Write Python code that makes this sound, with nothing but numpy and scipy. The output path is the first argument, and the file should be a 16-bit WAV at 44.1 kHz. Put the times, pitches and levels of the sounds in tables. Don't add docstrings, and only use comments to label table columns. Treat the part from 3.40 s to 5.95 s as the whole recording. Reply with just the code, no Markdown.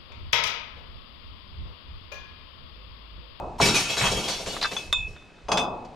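import sys
import numpy as np
from scipy import signal
from scipy.fft import rfft, irfft, next_fast_len
from scipy.io import wavfile
from scipy.ndimage import uniform_filter1d

SR = 44100
rng = np.random.default_rng(int(sys.argv[2]) if len(sys.argv) > 2 else 0)


def to_wav(sig):
    pcm = np.clip(np.atleast_2d(sig), -1, 1) * 32767
    pcm = np.round(pcm).astype(np.int16)
    wavfile.write(sys.argv[1], SR, pcm.T)


def voltage_ratio(decibels):
    exponent = np.asarray(decibels, float) / 20
    return 10 ** exponent


N = 112455
LEAD = next_fast_len(N + SR // 4, True) - N
TOTAL = N + LEAD

# t/s, thud level/dB, thud f/Hz, shards level/dB
SACK_BLOWS = [(.182, -40, 900, -40), (.2015, -16, 370, -25), (.212, -23, 100, -19), (.255, -19, 350, -22),
              (.344, -24, 700, -19), (.49, -27, 600, -27), (.566, -26, 500, -25), (.614, -26, 110, -26),
              (.637, -17, 900, -26), (.71, -21, 500, -28), (.765, -25, 400, -31), (.83, -28, 700, -32),
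              (.875, -25, 600, -27), (.99, -29, 600, -37), (1.06, -26, 500, -33), (1.12, -30, 500, -35),
              (1.21, -28, 900, -35), (1.31, -29, 500, -35), (1.37, -40, 400, -40), (1.56, -40, 1000, -52),
              (1.67, -42, 400, -53), (2.12, -31, 200, -60)]
# t/s, thud level/dB, thud f/Hz, shards level/dB
WALL_BLOWS = [
    (-.17, -10, 800, -36),
    (2.0845, -16, 800, -45),
    (2.118, -13, 800, -32),
    (2.173, -17, 900, -30),
    (2.215, -22, 800, -42),
]


def read(points, hz):
    f, value = np.transpose(points)
    return np.interp(np.log(hz + 1), np.log(f + 1), value)


def along(points):
    s, db = np.transpose(points)
    return voltage_ratio(np.interp(np.arange(-LEAD, N) / SR, s, db))


def evened(x):
    return x / np.sqrt(np.mean(x ** 2) + 1e-20)


def coloured(x, points):
    length = x.shape[-1]
    gain = voltage_ratio(read(points, np.fft.rfftfreq(length, 1 / SR)))
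    return irfft(rfft(x) * gain, length)


def add(mix, s, sound):
    part = mix[LEAD + round(s * SR):][:len(sound)]
    part += sound[:len(part)]


def ring(hz, db, t60, rise_s=.0004):
    t = np.arange(int(t60 * 1.2 * SR) + 9) / SR
    decay = voltage_ratio(db - 60 * t / t60)
    onset = 1 - np.exp(-t / rise_s)
    return decay * np.sin(2 * np.pi * hz * t) * onset


def strike(mix, s, db, modes):
    out = np.zeros_like(mix)
    for hz, mode_db, t60 in modes:
        add(out, s, ring(hz, db + mode_db, t60))
    return out


def shell(x, build_s, damping=1.):
    # f/Hz, t60/s
    band_t60 = [(100, 1.2), (400, 1.1), (1100, .8), (1800, .35), (4000, .3), (10000, .25)]
    # f/Hz, correlation
    likeness = [(60, .97), (250, .995), (600, .93), (1200, .5), (10000, .5)]
    frame = 256
    hz, t, z = signal.stft(rng.standard_normal((2, SR)), SR, nperseg=frame)
    same = np.clip(read(likeness, hz), 0, 1)[:, None]
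    z = np.array([z[0], same * z[0] + np.sqrt(1 - same ** 2) * z[1]])
    decay = voltage_ratio(-60 * t / damping / read(band_t60, hz)[:, None])
    tail = signal.istft(z * decay, SR, nperseg=frame)[1][:, :SR]
    tail = tail * (1 - np.exp(-np.arange(SR) / SR / build_s))
    response = tail / np.linalg.norm(tail[0])
    return signal.fftconvolve(x[None], response, axes=1)[:, :len(x)]


def blows(table, damping, boom_db):
    # f/Hz, level/dB
    boom_colour = [(60, -12), (130, 0), (400, -2), (900, 2), (1400, 0), (2000, -12), (3500, -30)]
    thuds = np.zeros(TOTAL)
    for s, db, hz, _ in table:
        add(thuds, s, ring(hz, db, 3.5 / hz, .0002))
    boom = coloured(shell(thuds, .003, damping), boom_colour)
    return voltage_ratio(-2.5) * thuds + voltage_ratio(boom_db) * boom


def pieces():
    # t/s, f/Hz, level/dB
    pings = [(0.214, 5383, -20), (0.216, 2304, -18), (0.216, 3962, -26), (0.218, 2584, -20),
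             (0.251, 4931, -23), (0.283, 3822, -21), (0.285, 2616, -22), (0.337, 3790, -23),
             (0.343, 2476, -17), (0.351, 6062, -22), (0.439, 2573, -25), (0.495, 3284, -23),
             (0.575, 3876, -24), (0.575, 5351, -29), (0.579, 7623, -26), (0.595, 2250, -25),
             (0.609, 2584, -23), (0.645, 3252, -21), (0.756, 3252, -27), (0.838, 3252, -29),
             (0.88, 3424, -31), (0.886, 4425, -26), (0.898, 6019, -29), (1.06, 6150, -39),
             (1.065, 7250, -38), (1.085, 2900, -34), (1.1, 3560, -35), (1.237, 3553, -26),
             (1.247, 2616, -27)]
    # t/s, level/dB
    drops = [
        (2.0845, -32),
        (2.117, -18),
        (-.17, -22),
        (2.173, -20),
    ]
    # f/Hz, level/dB, t60/s
    flask = [(2560, -6, .1), (3354, -3, .11), (4958, -3, .09), (6272, -6, .09), (7214, -20, .1),
             (9550, -24, .1)]
    # f/Hz, level/dB, t60/s
    pot = [(2540, -24, .8), (2580, -1, .2), (2590, -21, .8), (3338, -8, .2), (3505, -1, .16),
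           (3591, -17, .35), (4840, -30, .3), (4969, -12, .17), (6153, -11, .12), (7370, -16, .12)]
    t60, rise_s = .15, .002
    dry = np.zeros(TOTAL)
    for (s, hz, db), u in zip(pings, rng.uniform(-1, 1, len(pings))):
        twin_hz = hz * (1 + .03 * u)
        add(dry, s, ring(hz, db, t60, rise_s) + ring(twin_hz, db - 7, t60, rise_s))
    for (s, db), modes in zip(drops, [flask, flask, pot, pot]):
        dry = dry + strike(dry, s, db, modes)
    direct = voltage_ratio(np.array([[-4], [-5]])) * dry
    return direct + voltage_ratio(-1.5) * shell(dry, .003, .7)


def shards(per_s=14000, spread_db=2.5, count=48):
    # f/Hz, level/dB
    fizz_colour = [(300, -14), (900, -8), (1700, -7), (2700, 1), (6300, -2), (9500, -12.5), (12200, -15.5),
                   (16000, -38)]
    sack_t60, wall_t60 = .55, .14
    t, power = np.arange(-LEAD, N) / SR, 1e-14
    for table, t60 in ((SACK_BLOWS, sack_t60), (WALL_BLOWS, wall_t60)):
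        for s, _, _, db in table:
            age = np.maximum(t - s, 0)
            power = power + voltage_ratio(db - 60 * age / t60) ** 2 * (1 - np.exp(-age / .006))

    size = voltage_ratio(spread_db * np.minimum(rng.exponential(1, len(t)), 5))
    ticks = size * (rng.random(len(t)) < per_s / SR)
    kind, spectrum = rng.integers(0, count, len(t)), 0
    for k, (u, v) in enumerate(rng.random((count, 2))):
        hz = 500 * 31 ** ((k + u) / count) ** .6
        t60 = .003 + .03 * v ** 2 * (1.25 - k / count)
        grain = ring(hz, 0, t60)
        grain = grain / np.linalg.norm(grain)
        spectrum = spectrum + rfft(ticks * (kind == k)) * rfft(grain, len(t))
    broad_power = uniform_filter1d(abs(spectrum) ** 2, size=2000)
    flat = irfft(spectrum / np.sqrt(broad_power + 1e-9), len(t))
    dry = evened(coloured(flat, fizz_colour)) * np.sqrt(power)
    return voltage_ratio(-3.5) * dry + voltage_ratio(-2) * shell(dry, .002, .3)


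def rolling():
    # t/s, f/Hz, level/dB, t60/s
    long_rings = [(.186, 950, -26, .2), (.49, 2570, -25, .3), (.595, 3870, -24, .12),
                  (.625, 2590, -22, .15), (.628, 6400, -29, .1), (.668, 2900, -27, .1),
                  (.705, 5350, -30, .15), (.76, 2250, -32, .2), (.83, 2850, -33, .15), (.88, 2915, -32, .3),
                  (.9, 6410, -35, .2), (.92, 3990, -33, .25), (.93, 3415, -35, .5), (.965, 5372, -38, .3),
                  (.965, 4550, -39, .3), (1.055, 4420, -39, .2), (1.08, 7230, -38, .2),
                  (1.085, 4292, -36, .3), (1.09, 4655, -36, .2), (1.095, 3325, -35, .15),
                  (1.105, 2922, -32, .3), (1.13, 3522, -38, .25), (1.214, 4030, -26, .12),
                  (1.226, 3650, -25, .1), (1.275, 4700, -35, .08), (1.78, 3560, -52, .3),
                  (1.96, 3600, -54, .15), (2.172, 8600, -38, .1)]
    dry = np.zeros(TOTAL)
    for s, hz, db, t60 in long_rings:
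        add(dry, s, ring(hz, db, t60, .003))
    return voltage_ratio(-3) * dry + voltage_ratio(-2.5) * shell(dry, .003, .5)


def cracks(same=.9):
    # t/s, level/dB, t60/s, top f/Hz
    crack_events = [(.2143, -21, .12, 6000), (.256, -23, .1, 6500), (.284, -24, .1, 5000),
                    (.3435, -24, .15, 7000), (.569, -30, .2, 2500), (.61, -21, .12, 2500),
                    (.638, -23, .16, 3000), (.665, -23, .16, 3500), (.885, -30, .15, 8000),
                    (1.0593, -36, .12, 4000), (1.166, -29, .04, 2500), (1.214, -30, .1, 3000),
                    (1.2265, -27, .08, 4000), (1.24, -28, .08, 3500), (1.315, -34, .14, 4500),
                    (1.3651, -29, .03, 3500), (1.5268, -19, .025, 10000), (1.762, -47, .08, 3000),
                    (1.822, -54, .05, 3500), (1.904, -55, .04, 3500), (1.983, -55, .04, 4000),
                    (2.0837, -38, .07, 3500), (2.1165, -20, .08, 5500), (2.172, -21, .09, 6000),
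                    (2.448, -50, .08, 6500)]
    # f/Hz, level/dB
    crack_colour = [(150, -30), (600, -3), (1200, 0), (16000, -10)]
    fall_db = -22
    out, t = np.zeros((2, TOTAL)), np.arange(SR // 5) / SR
    onset = 1 - np.exp(-t / .0006)
    for s, db, t60, top_hz in crack_events:
        a, b, spikes = rng.standard_normal((3, len(t)))
        apart = (1 - same) * 3 * b
        pair = np.array([a + apart, a - apart]) * voltage_ratio(3. * spikes)
        pair = coloured(pair, crack_colour)
        pair = evened(coloured(pair, [(top_hz, 0), (4 * top_hz, 2 * fall_db)]))
        envelope = voltage_ratio(db - 60 * t / t60) * onset
        for side, sound in zip(out, pair * envelope):
            add(side, s, sound)
    return out


def hands():
    # t/s, #
    # level/dB, f/Hz
    knocks = [(.2002, -4, 850), (1.166, -24, 1200), (1.214, -25, 4200), (1.214, -27, 700),
              (1.227, -19, 1000), (1.228, -21, 4700), (1.235, -22, 4100), (1.2445, -11, 1450),
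              (1.254, -14, 1600), (1.255, -29, 5000), (1.366, -23, 1200), (1.5268, -15, 1300),
              (1.763, -44, 1600), (1.823, -47, 1400), (1.985, -47, 1400), (2.452, -50, 4500)]
    # t/s, level/dB
    clinks = [
        (1.366, -21),
        (1.5268, -14),
        (1.763, -50),
    ]
    # f/Hz, level/dB, t60/s
    bottle = [(991, -25, .3), (2536, -19, 1.4), (2584, -16, 1.4), (3295, -30, .3), (3510, -12, .25),
              (3537, -6, .2), (3628, -2.5, .17), (4953, -32, .15), (7060, -30, .2), (7171, -25, .24),
              (7330, -26, .2), (11710, -40, .13)]
    # f/Hz, level/dB, t60/s
    jar = [(2540, -22, .5), (2584, -16, .5), (3440, 0, .1), (4420, -28, .4), (6132, -14, .12),
           (6395, -20, .15)]
    grip_s, grip_db = 1.672, -15
    jar_clink, bottle_clink, tap = clinks
    silence = np.zeros(TOTAL)
    dry = strike(silence, *jar_clink, jar) + strike(silence, *bottle_clink, bottle)
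    dry = dry * along([(grip_s, 0), (grip_s + .03, grip_db)])
    dry = dry + strike(dry, *tap, bottle)

    t = np.arange(SR // 10) / SR
    for s, db, hz in knocks:
        body = ring(hz, 0, 2.5 / hz + .003, .6 / hz)
        scuff = rng.standard_normal(len(t)) * voltage_ratio(-60 * t / .04)
        scuff = signal.fftconvolve(scuff, body / np.linalg.norm(body))
        add(dry, s, voltage_ratio(db) * body)
        add(dry, s, voltage_ratio(db - 8 + 1.5 * hz / 1000) * scuff)

    slap = rng.standard_normal((2, len(t))) * voltage_ratio(-60 * t / .09)
    slap = slap / np.linalg.norm(slap[0])
    wet = signal.fftconvolve(dry[None], slap, axes=1)[:, :len(dry)]
    return dry * voltage_ratio(np.array([[.6], [-.6]])) + voltage_ratio(-9) * wet


def air():
    # f/Hz, level/dB
    yard_colour = [(60, -2), (400, -5), (2000, -16), (4000, -19), (8000, -32), (12000, -46), (16000, -80)]
    # t/s, level/dB
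    gusts = [(0, -41), (.3, -48), (.5, -50), (.72, -40), (.78, -31), (.84, -52), (1.1, -44), (1.42, -56),
             (1.49, -38), (1.54, -45), (1.6, -37), (1.73, -40), (1.8, -57), (2.03, -58), (2.07, -44),
             (2.55, -52)]
    yard_db = -53
    a, b, c, d = rng.standard_normal((4, TOTAL))
    hiss = np.array([a + .35 * b, a - .35 * b])
    yard = voltage_ratio(yard_db) * evened(coloured(hiss, yard_colour))
    wind_colour = [(8, -20), (30, 0), (70, -6), (140, -16), (300, -45), (1500, -120)]  # f/Hz, level/dB
    rumble = np.array([c * .8 + .25 * d, c * 1.2 - .25 * d])
    return yard + evened(coloured(rumble, wind_colour)) * along(gusts)


def scene():
    sack_damping, wall_damping = .5, .95
    thuds = blows(SACK_BLOWS, sack_damping, 11) + blows(WALL_BLOWS, wall_damping, 13)
    glass = pieces() + shards() + rolling() + cracks()
    mix = thuds + glass + hands() + air()
    return mix[:, LEAD:] * voltage_ratio(np.array([[.4], [-.4]]))


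def top_cut(x):
    return signal.sosfilt(signal.butter(12, 16450, fs=SR, output="sos"), x)


def record(dry):
    mix = coloured(dry, [(20, 0), (9000, 0), (13000, -3), (16000, -12)])
    return top_cut(mix)


dry = scene()
out = record(dry)
to_wav(out)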